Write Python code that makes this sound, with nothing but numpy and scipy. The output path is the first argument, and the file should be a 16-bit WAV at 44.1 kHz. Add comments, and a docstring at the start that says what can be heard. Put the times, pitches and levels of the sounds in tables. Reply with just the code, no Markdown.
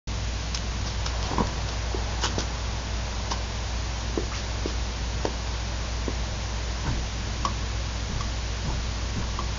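"""A plank levers a raised car wheel in a quiet garage, heard on one microphone with a short room tail.
Trainers scuff the gritty concrete as someone steps up and bumps the plank; it knocks as it takes load.
The wheel lifts with a wooden creak and a soft tyre thud, then drops back with a steel clunk.
Behind it a motor hums under room air and microphone hiss; far off, traffic swells and fades."""
import sys
import numpy as np
from scipy import signal
from scipy.fft import rfft, irfft, next_fast_len
from scipy.io import wavfile
from scipy.ndimage import map_coordinates

SR = 44100
rng = np.random.default_rng(int(sys.argv[2]) if len(sys.argv) > 2 else 0)


def store_pcm(level_fs):
    """Save levels as 16-bit WAV."""
    pcm = np.round(np.clip(level_fs, -1, 1) * 32767).astype(np.int16)
    wavfile.write(sys.argv[1], SR, np.atleast_2d(pcm).T)


N = 422478

# knocks of plank, heels and soles: start_s, level_db, pitch_hz, t60_s, contact_s, crack_db, room_db
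KNOCKS = [(1.3112, -19.5, 280, 0.021, 0.0012, -6.5, -8.5), (1.333, -27, 420, .014, .001, 1, -12),
          (1.343, -24, 340, .016, .001, -13, -8), (1.3819, -15.5, 230, 0.015, 0.00087, -6, -14),
          (1.391, -18, 200, .014, .001, -9, -16), (1.3982, -23, 260, .016, 0.0011, -0.5, -7.5),
          (1.4040, -14, 206, 0.044, 0.0016, -6, -18), (1.4175, -20.5, 422, 0.02, 0.0012, -5, -11),
          (1.9455, -16.5, 373, 0.025, .001, -20, -18), (2.2522, -20, 950, .02, 0.00065, -17, -14),
          (2.3813, -5, 282, 0.0072, 0.001, -22.5, -13), (3.3123, -25, 300, 0.015, 0.0014, -0.5, -10),
          (3.3187, -21, 1020, 0.024, 0.00085, -11, -23), (4.1754, -8, 350, .018, .0012, -20.5, -9.5),
          (4.6572, -11.5, 355, 0.019, 0.0015, -30, -13), (5.2519, -10, 435, 0.013, 0.00055, -9, -12.5),
          (6.0806, -7.5, 313, 0.011, 0.0012, -27, -12)]
# the plank creaking on its block: start_s, length_s, level_db, pitch_ratio, upper_mode_db
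CREAKS = [(6.849, 0.051, -33, 0.95, -2), (8.682, 0.033, -34, 0.9, -15), (9.224, 0.013, -35, 0.96, -8)]
# pushes on the plank that rock the wheel: start_s, length_s, thud_db, pitch_sink_s
PUSHES = [(6.846, 0.11, -25, 0.015), (8.08, 0.11, -31, 0.028), (8.637, 0.13, -30, .02),
          (9.156, 0.075, -27.5, 0.034)]
# a shoe on the plank, then the wheel's joints: start_s, level_db, pitch_ratio, low_mode_t60_s, rattle_db
CLUNKS = [(3.312, -26, 0.94, 0.049, 2), (7.4494, -13, 0.99, 0.039, -4.5), (8.2065, -23, 1.02, 0.02, -1.5),
          (9.3885, -18.5, 1.004, 0.035, -18)]
# modes of a clunk's bright ring and its duller thump: pitch_hz, level_db, t60_s
BRIGHT_MODES = [(1113, 1.5, 0.047), (2010, -16, 0.045), (3170, -11, 0.03), (4760, -19, .02),
                (5780, -22, .03)]
THUMP_MODES = [(211, -11.5, 0.13), (341, -13, 0.19), (541, -15, 0.15), (680, -12, 0.057)]
# soles on concrete: start_s, rise_s, release_s, level_db, grit_pitch_ratio, rubber_db, room_db
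SCUFFS = [(0.542, 0.0071, 0.0084, -25.5, 0.99, -31, -10), (0.85, 0.017, 0.045, -38, 0.94, -17, -4),
          (1.054, 0.0088, 0.009, -29, 0.98, 0.5, -11), (1.22, 0.045, 0.08, -38, 0.94, -6, -11),
          (1.366, .011, .008, -41, 0.37, 3, -9), (1.679, 0.011, 0.014, -35.5, 0.9, -12, -5),
          (2.204, 0.038, 0.03, -29, 1.03, 1.5, -7.5), (2.379, 0.0083, 0.016, -29, 0.96, -2.5, -4.5),
          (3.303, 0.011, 0.0088, -28.5, 0.99, -4, -3), (4.338, 0.02, .045, -35.5, 0.95, -15, -5),
          (4.655, 0.016, 0.041, -39.5, 0.95, -9, -3)]
# the loudest snaps of grit underfoot: start_s, level_db
GRIT_SNAPS = [(0.547, -25), (0.5746, -23), (1.0648, -19), (1.0727, -30), (1.229, -23), (1.4708, -23.5),
              (2.232, -26), (2.2533, -22.5), (2.2578, -19.5), (2.268, -26), (2.406, -22), (3.3207, -32),
              (5.254, -25)]
# colours of a knock's crack, rolling grit, snapping grit and dragged rubber: frequency_hz, level_db
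CRACK_SPECTRUM = [(150, -7), (500, 5.5), (760, 0), (1020, 10), (1280, -16), (1500, -7), (3500, -23),
                  (7000, -26)]
GRIT_SPECTRUM = [(300, -21.5), (1500, -5), (2200, -9), (3100, -4), (4000, -2.5), (5300, 2), (6500, -0.5),
                 (7500, -17.5), (11000, -13), (13000, -45.5)]
SNAP_SPECTRUM = [(300, -4), (1200, -4.5), (2200, -3), (3200, 1.5), (5500, 2.5), (6700, -5.5), (7500, -18),
                 (12000, -37)]
RUBBER_SPECTRUM = [(100, -18.5), (400, -2.5), (750, -7.5), (965, 4), (1200, -5), (1480, 2), (2100, -16),
                   (2700, -7), (3100, 3), (3600, -13.5), (7000, -33.5)]
# motor and mains tones: pitch_hz, rms_db, wander_hz
HUM_TONES = [(43.6, -52.5, 0.19), (58.55, -31.5, 0.088), (86.6, -47.5, 0.37), (102.3, -40, 0.24),
             (122.4, -53.5, .05), (153, -55.5, 0.22), (205, -52, 1)]
# room rumble, room air, distant tyre roar and microphone hiss: frequency_hz, density_db_per_hz
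RUMBLE_SPECTRUM = [(8, -74.5), (19, -68), (26, -57.5), (36, -66.5), (55, -55.5), (72, -65.5), (95, -55),
                   (112, -65.5), (132, -61.5), (185, -66), (215, -65), (250, -70), (330, -71.5),
                   (450, -97.5)]
AIR_SPECTRUM = [(200, -87), (400, -73), (620, -72), (760, -76.5), (950, -74), (1120, -74), (1260, -83.5),
                (1450, -78.5), (2200, -84), (4000, -105)]
ROAR_SPECTRUM = [(150, -87), (400, -71), (620, -67), (950, -65.5), (1250, -75.5), (1700, -75.5),
                 (3000, -95)]
HISS_SPECTRUM = [(100, -78), (1000, -77.5), (3000, -76.5), (6000, -76.5), (6600, -79), (7000, -81),
                 (7300, -106.5)]
# vehicles passing in the distance: loudest_s, gain_db
PASSES = [(1.2, -2.5), (6.1, -12)]
# reverberation of the garage: frequency_hz, t60_s
GARAGE_DECAY = [(100, 0.29), (500, 0.21), (1200, 0.21), (7000, 0.089)]
# the low rub within a tyre thud: frequency_hz, level_db
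TYRE_SPECTRUM = [(30, 0.5), (110, 4.0), (280, -5.5), (500, -15.5), (1100, -23.5), (2500, -32.5)]


def knocks():
    """Loaded wood, heels and soles are heavily damped: each knock is a few cycles and a short crack."""
    out, t = np.zeros(N), clock(SR // 3)
    for start_s, db, hz, t60, contact_s, crack_db, room_db in KNOCKS:
        body = -1.6 * ring(t, hz, t60, attack=contact_s)
        crack = amp(crack_db) * swell(t, length_s=0.0071) * unit(noise(CRACK_SPECTRUM, len(t)))
        add(out, start_s, amp(db) * in_garage(body + 0.77 * crack, room_db))
    return out


def plank_creaks(slip_count):
    """The loaded plank sticks and slips unevenly; each slip rings two wood modes, slightly detuned."""
    slips_per_s, contact_s = 240, 0.00037
    sharp_share, settle_s = 0.14, 0.0083  # the first slips ring sharp, then settle
    out, t = np.zeros(N), clock(SR // 3)
    for start_s, length_s, db, pitch, upper_db in CREAKS:
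        slips = np.zeros(len(t))
        for k, (late, force, low, high) in enumerate(rng.standard_normal((slip_count, 4))):
            slip_pitch = pitch * (1 + sharp_share * np.exp(-k / slips_per_s / settle_s))
            lower = ring(t, hz=1002 * slip_pitch * np.exp(0.013 * low), t60=0.023, attack=contact_s)
            upper = ring(t, hz=1520 * slip_pitch * np.exp(0.026 * high), t60=0.017, attack=contact_s)
            slip = amp(1.4 * force) * (lower + amp(upper_db) * upper)
            add(slips, (k + 0.29 * late) / slips_per_s, slip)
        add(out, start_s, in_garage(amp(db) * swell(t, length_s) * unit(slips), room_db=-21.5))
    return out


def rocking_wheel():
    """The thud sinks in pitch as the tyre gives; the tread drags and the wheel sways on its spring."""
    start_hz, end_hz, tread_db = 304, 117.3, -24
    sway_hz, sway_db = 26.8, -34.5
    out, t = np.zeros(N), clock(SR // 2)
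    for start_s, length_s, thud_db, sink_s in PUSHES:
        hz = end_hz + (start_hz - end_hz) * np.exp(-t / sink_s)
        tone = sine(np.cumsum(hz) / SR)
        rub = unit(noise(TYRE_SPECTRUM, len(t)))
        tread = amp(tread_db) * unit(noise(RUBBER_SPECTRUM, len(t)))
        sway = sine(rng.normal(sway_hz, 2.3) * t + rng.random())
        add(out, start_s, amp(thud_db) * swell(t, length_s) * (0.49 * tone + 0.74 * rub + tread))
        add(out, start_s, amp(sway_db) * swell(t, 1.9 * length_s) * sway)
    return out


def ringing_clunks():
    """Short ringing clunks: a shoe bumps the plank first, then the wheel's joints clunk."""
    low_mode_hz, low_mode_db = 1040, 0.5  # beats with the main bright mode just above it
    out, t = np.zeros(N), clock(SR // 3)
    for start_s, db, pitch, low_t60, rattle_db in CLUNKS:
        rattle = amp(rattle_db) * swell(t, length_s=0.0099) * unit(noise(GRIT_SPECTRUM, len(t)))
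        bright = strike(t, BRIGHT_MODES + [(low_mode_hz, low_mode_db, low_t60)], pitch)
        thump = amp(-6) * strike(t, THUMP_MODES, pitch)
        add(out, start_s, amp(db) * in_garage(bright + thump + 0.34 * rattle, room_db=-10))
    return out


def shoe_scuffs():
    """Soles roll crackling grit, lower when coarser; the rubber rasps most at full pressure."""
    grains_per_s = 4500
    out, t = np.zeros(N), clock(SR // 3)
    for start_s, rise_s, release_s, db, pitch, rubber_db, room_db in SCUFFS:
        pressure = np.minimum(t / rise_s, 1) * np.exp(-np.maximum(t - rise_s, 0) / release_s)
        grains = rng.standard_normal(len(t)) * (rng.random(len(t)) < grains_per_s / SR)
        clumps = grit_clumps(len(t))
        grit = unit(filtered(grains * clumps, lambda hz: amp(along(GRIT_SPECTRUM, hz / pitch))))
        rubber = amp(rubber_db) * pressure * unit(noise(RUBBER_SPECTRUM, len(t)) * clumps)
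        add(out, start_s, in_garage(amp(db) * pressure * (grit + rubber), room_db))
    return out


def grit_snaps(t60):
    """Grit snaps under a sole or the plank in a brief, broad burst."""
    out, t = np.zeros(N), clock(SR // 3)
    for start_s, db in GRIT_SNAPS:
        snap = amp(db - 60 * t / t60) * unit(noise(SNAP_SPECTRUM, len(t)))
        add(out, start_s, in_garage(snap, room_db=-5.5))
    return out


def sole_swish(start_s, length_s, band_count):
    """A sole swishes off the floor, its noise rising from band to band as the contact patch shrinks."""
    start_hz, end_hz, width_octaves = 1020, 3420, 0.25
    out, t = np.zeros(N), clock(SR // 3)
    progress = np.minimum(t / length_s, 1)
    rub = 0
    for k, centre_hz in enumerate(np.geomspace(start_hz, end_hz, band_count)):
        white = rng.standard_normal(len(t))
        band = filtered(white, lambda hz: np.exp(-(np.log2((hz + 1) / centre_hz) / width_octaves) ** 2))
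        power_share = np.maximum(1 - abs((band_count - 1) * progress - k), 0)
        rub = rub + unit(band) * np.sqrt(power_share)
    swish = amp(-36.5) * np.sin(np.pi * progress) * grit_clumps(len(t)) * rub
    add(out, start_s, in_garage(swish, room_db=-7))
    return out


def grit_clumps(size):
    """Grit lies unevenly under the sole, so the level flickers."""
    return amp(2.5 * wobble(per_s=228, size=size))


def motor_hum():
    """Motor and mains tones, each wandering slightly in pitch and level."""
    hum = 0
    for hz, db, wander_hz in HUM_TONES:
        turns = np.cumsum(hz + wander_hz * wobble(per_s=3)) / SR + rng.random()
        hum = hum + amp(db + 0.63 * wobble(per_s=4.3)) * sine(turns)
    return hum


def room_tone():
    """The air of the garage: a low rumble and a soft rush, both slightly unsteady."""
    rumble = noise(RUMBLE_SPECTRUM) * amp(1.2 * wobble(per_s=2.7))
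    air = noise(AIR_SPECTRUM) * amp(0.29 * wobble(per_s=4.8))
    return rumble + air


def distant_traffic():
    """Each vehicle's tyre roar comes into earshot quickly and recedes slowly; their powers add."""
    approach_db_per_s, recede_db_per_s = 25, 2
    t = clock(N)
    power = amp(-14.5) ** 2  # steady roads further off
    for loudest_s, db in PASSES:
        away_db = np.maximum(approach_db_per_s * (loudest_s - t), recede_db_per_s * (t - loudest_s))
        power = power + amp(db - away_db) ** 2
    return noise(ROAR_SPECTRUM) * np.sqrt(power) * amp(0.65 * wobble(per_s=5.1))


def microphone_hiss():
    """The microphone's own smooth, steady noise."""
    return noise(HISS_SPECTRUM)


def in_garage(sound, room_db):
    """Direct sound plus a diffuse tail, different for each spot in the room; the treble dies first."""
    hz, t, bands = signal.stft(rng.standard_normal(SR // 2), SR, nperseg=256)
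    decay = amp(-60 * t / along(GARAGE_DECAY, hz)[:, None])
    tail = signal.istft(bands * decay, SR, nperseg=256)[1]
    tail *= 1 - np.exp(-(clock(len(tail)) / 0.007) ** 2)  # reflections build up
    return sound + amp(room_db) * signal.fftconvolve(sound, tail / np.linalg.norm(tail))[:len(sound)]


def strike(t, modes, pitch):
    """Modes struck together, each at a slightly random level."""
    return sum(amp(db + rng.normal(0, 1)) * ring(t, hz * pitch, t60, attack=0.0023)
               for hz, db, t60 in modes)


def ring(t, hz, t60, attack):
    """One mode that builds up during the contact and dies away."""
    return np.sin(2 * np.pi * hz * t) * amp(-60 * t / t60) * (1 - np.exp(-(t / attack) ** 2))


def swell(t, length_s):
    """A push that peaks a third of the way through and tails off."""
    u = 3 * t / length_s
    return u * np.exp(1 - u)


def noise(spectrum, size=N):
    """Noise with the given density in dB per Hz."""
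    return filtered(rng.standard_normal(size) * np.sqrt(SR / 2), lambda hz: amp(along(spectrum, hz)))


def filtered(x, response):
    """x shaped by a gain that depends on frequency."""
    size = next_fast_len(x.shape[-1] + 8192)
    return irfft(rfft(x, size) * response(np.fft.rfftfreq(size, 1 / SR)), size)[..., :x.shape[-1]]


def wobble(per_s, size=N):
    """A smooth random curve with per_s knots a second."""
    return map_coordinates(rng.standard_normal(int(size * per_s / SR) + 4), [clock(size) * per_s])


def along(points, hz):
    """Interpolate (frequency_hz, value) points on a log frequency axis."""
    frequencies, values = np.transpose(points)
    return np.interp(np.log(hz + 1), np.log(frequencies + 1), values)


def add(track, start_s, sound):
    part = track[max(round(start_s * SR), 0):][:len(sound)]
    part += sound[:len(part)]


def sine(turns):
    return np.sqrt(2) * np.sin(2 * np.pi * turns)  # rms of 1


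def unit(x):
    return x / np.sqrt(np.mean(x ** 2) + 1e-20)


def amp(db):
    return 10 ** (np.asarray(db) / 20)


def clock(size):
    return np.arange(size) / SR


def scene():
    """One microphone in the garage feeds both channels."""
    background = motor_hum() + room_tone() + distant_traffic() + microphone_hiss()
    plank_and_wheel = knocks() + plank_creaks(slip_count=80) + ringing_clunks() + rocking_wheel()
    shoes = shoe_scuffs() + grit_snaps(t60=0.0086) + sole_swish(start_s=4.31, length_s=0.05, band_count=7)
    mono = plank_and_wheel + shoes + background
    return np.array([mono, mono])


def record(dry):
    """The microphone channel opens after a moment of silence and cuts off the high treble."""
    open_s, top_hz = 0.072, 7350
    opened = np.clip((clock(N) - open_s) / 0.003, 0, 1)
    return filtered(dry * opened, lambda hz: np.clip((top_hz - hz) / 200 + 0.5, 0, 1))


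dry = scene()
out = record(dry)
store_pcm(out)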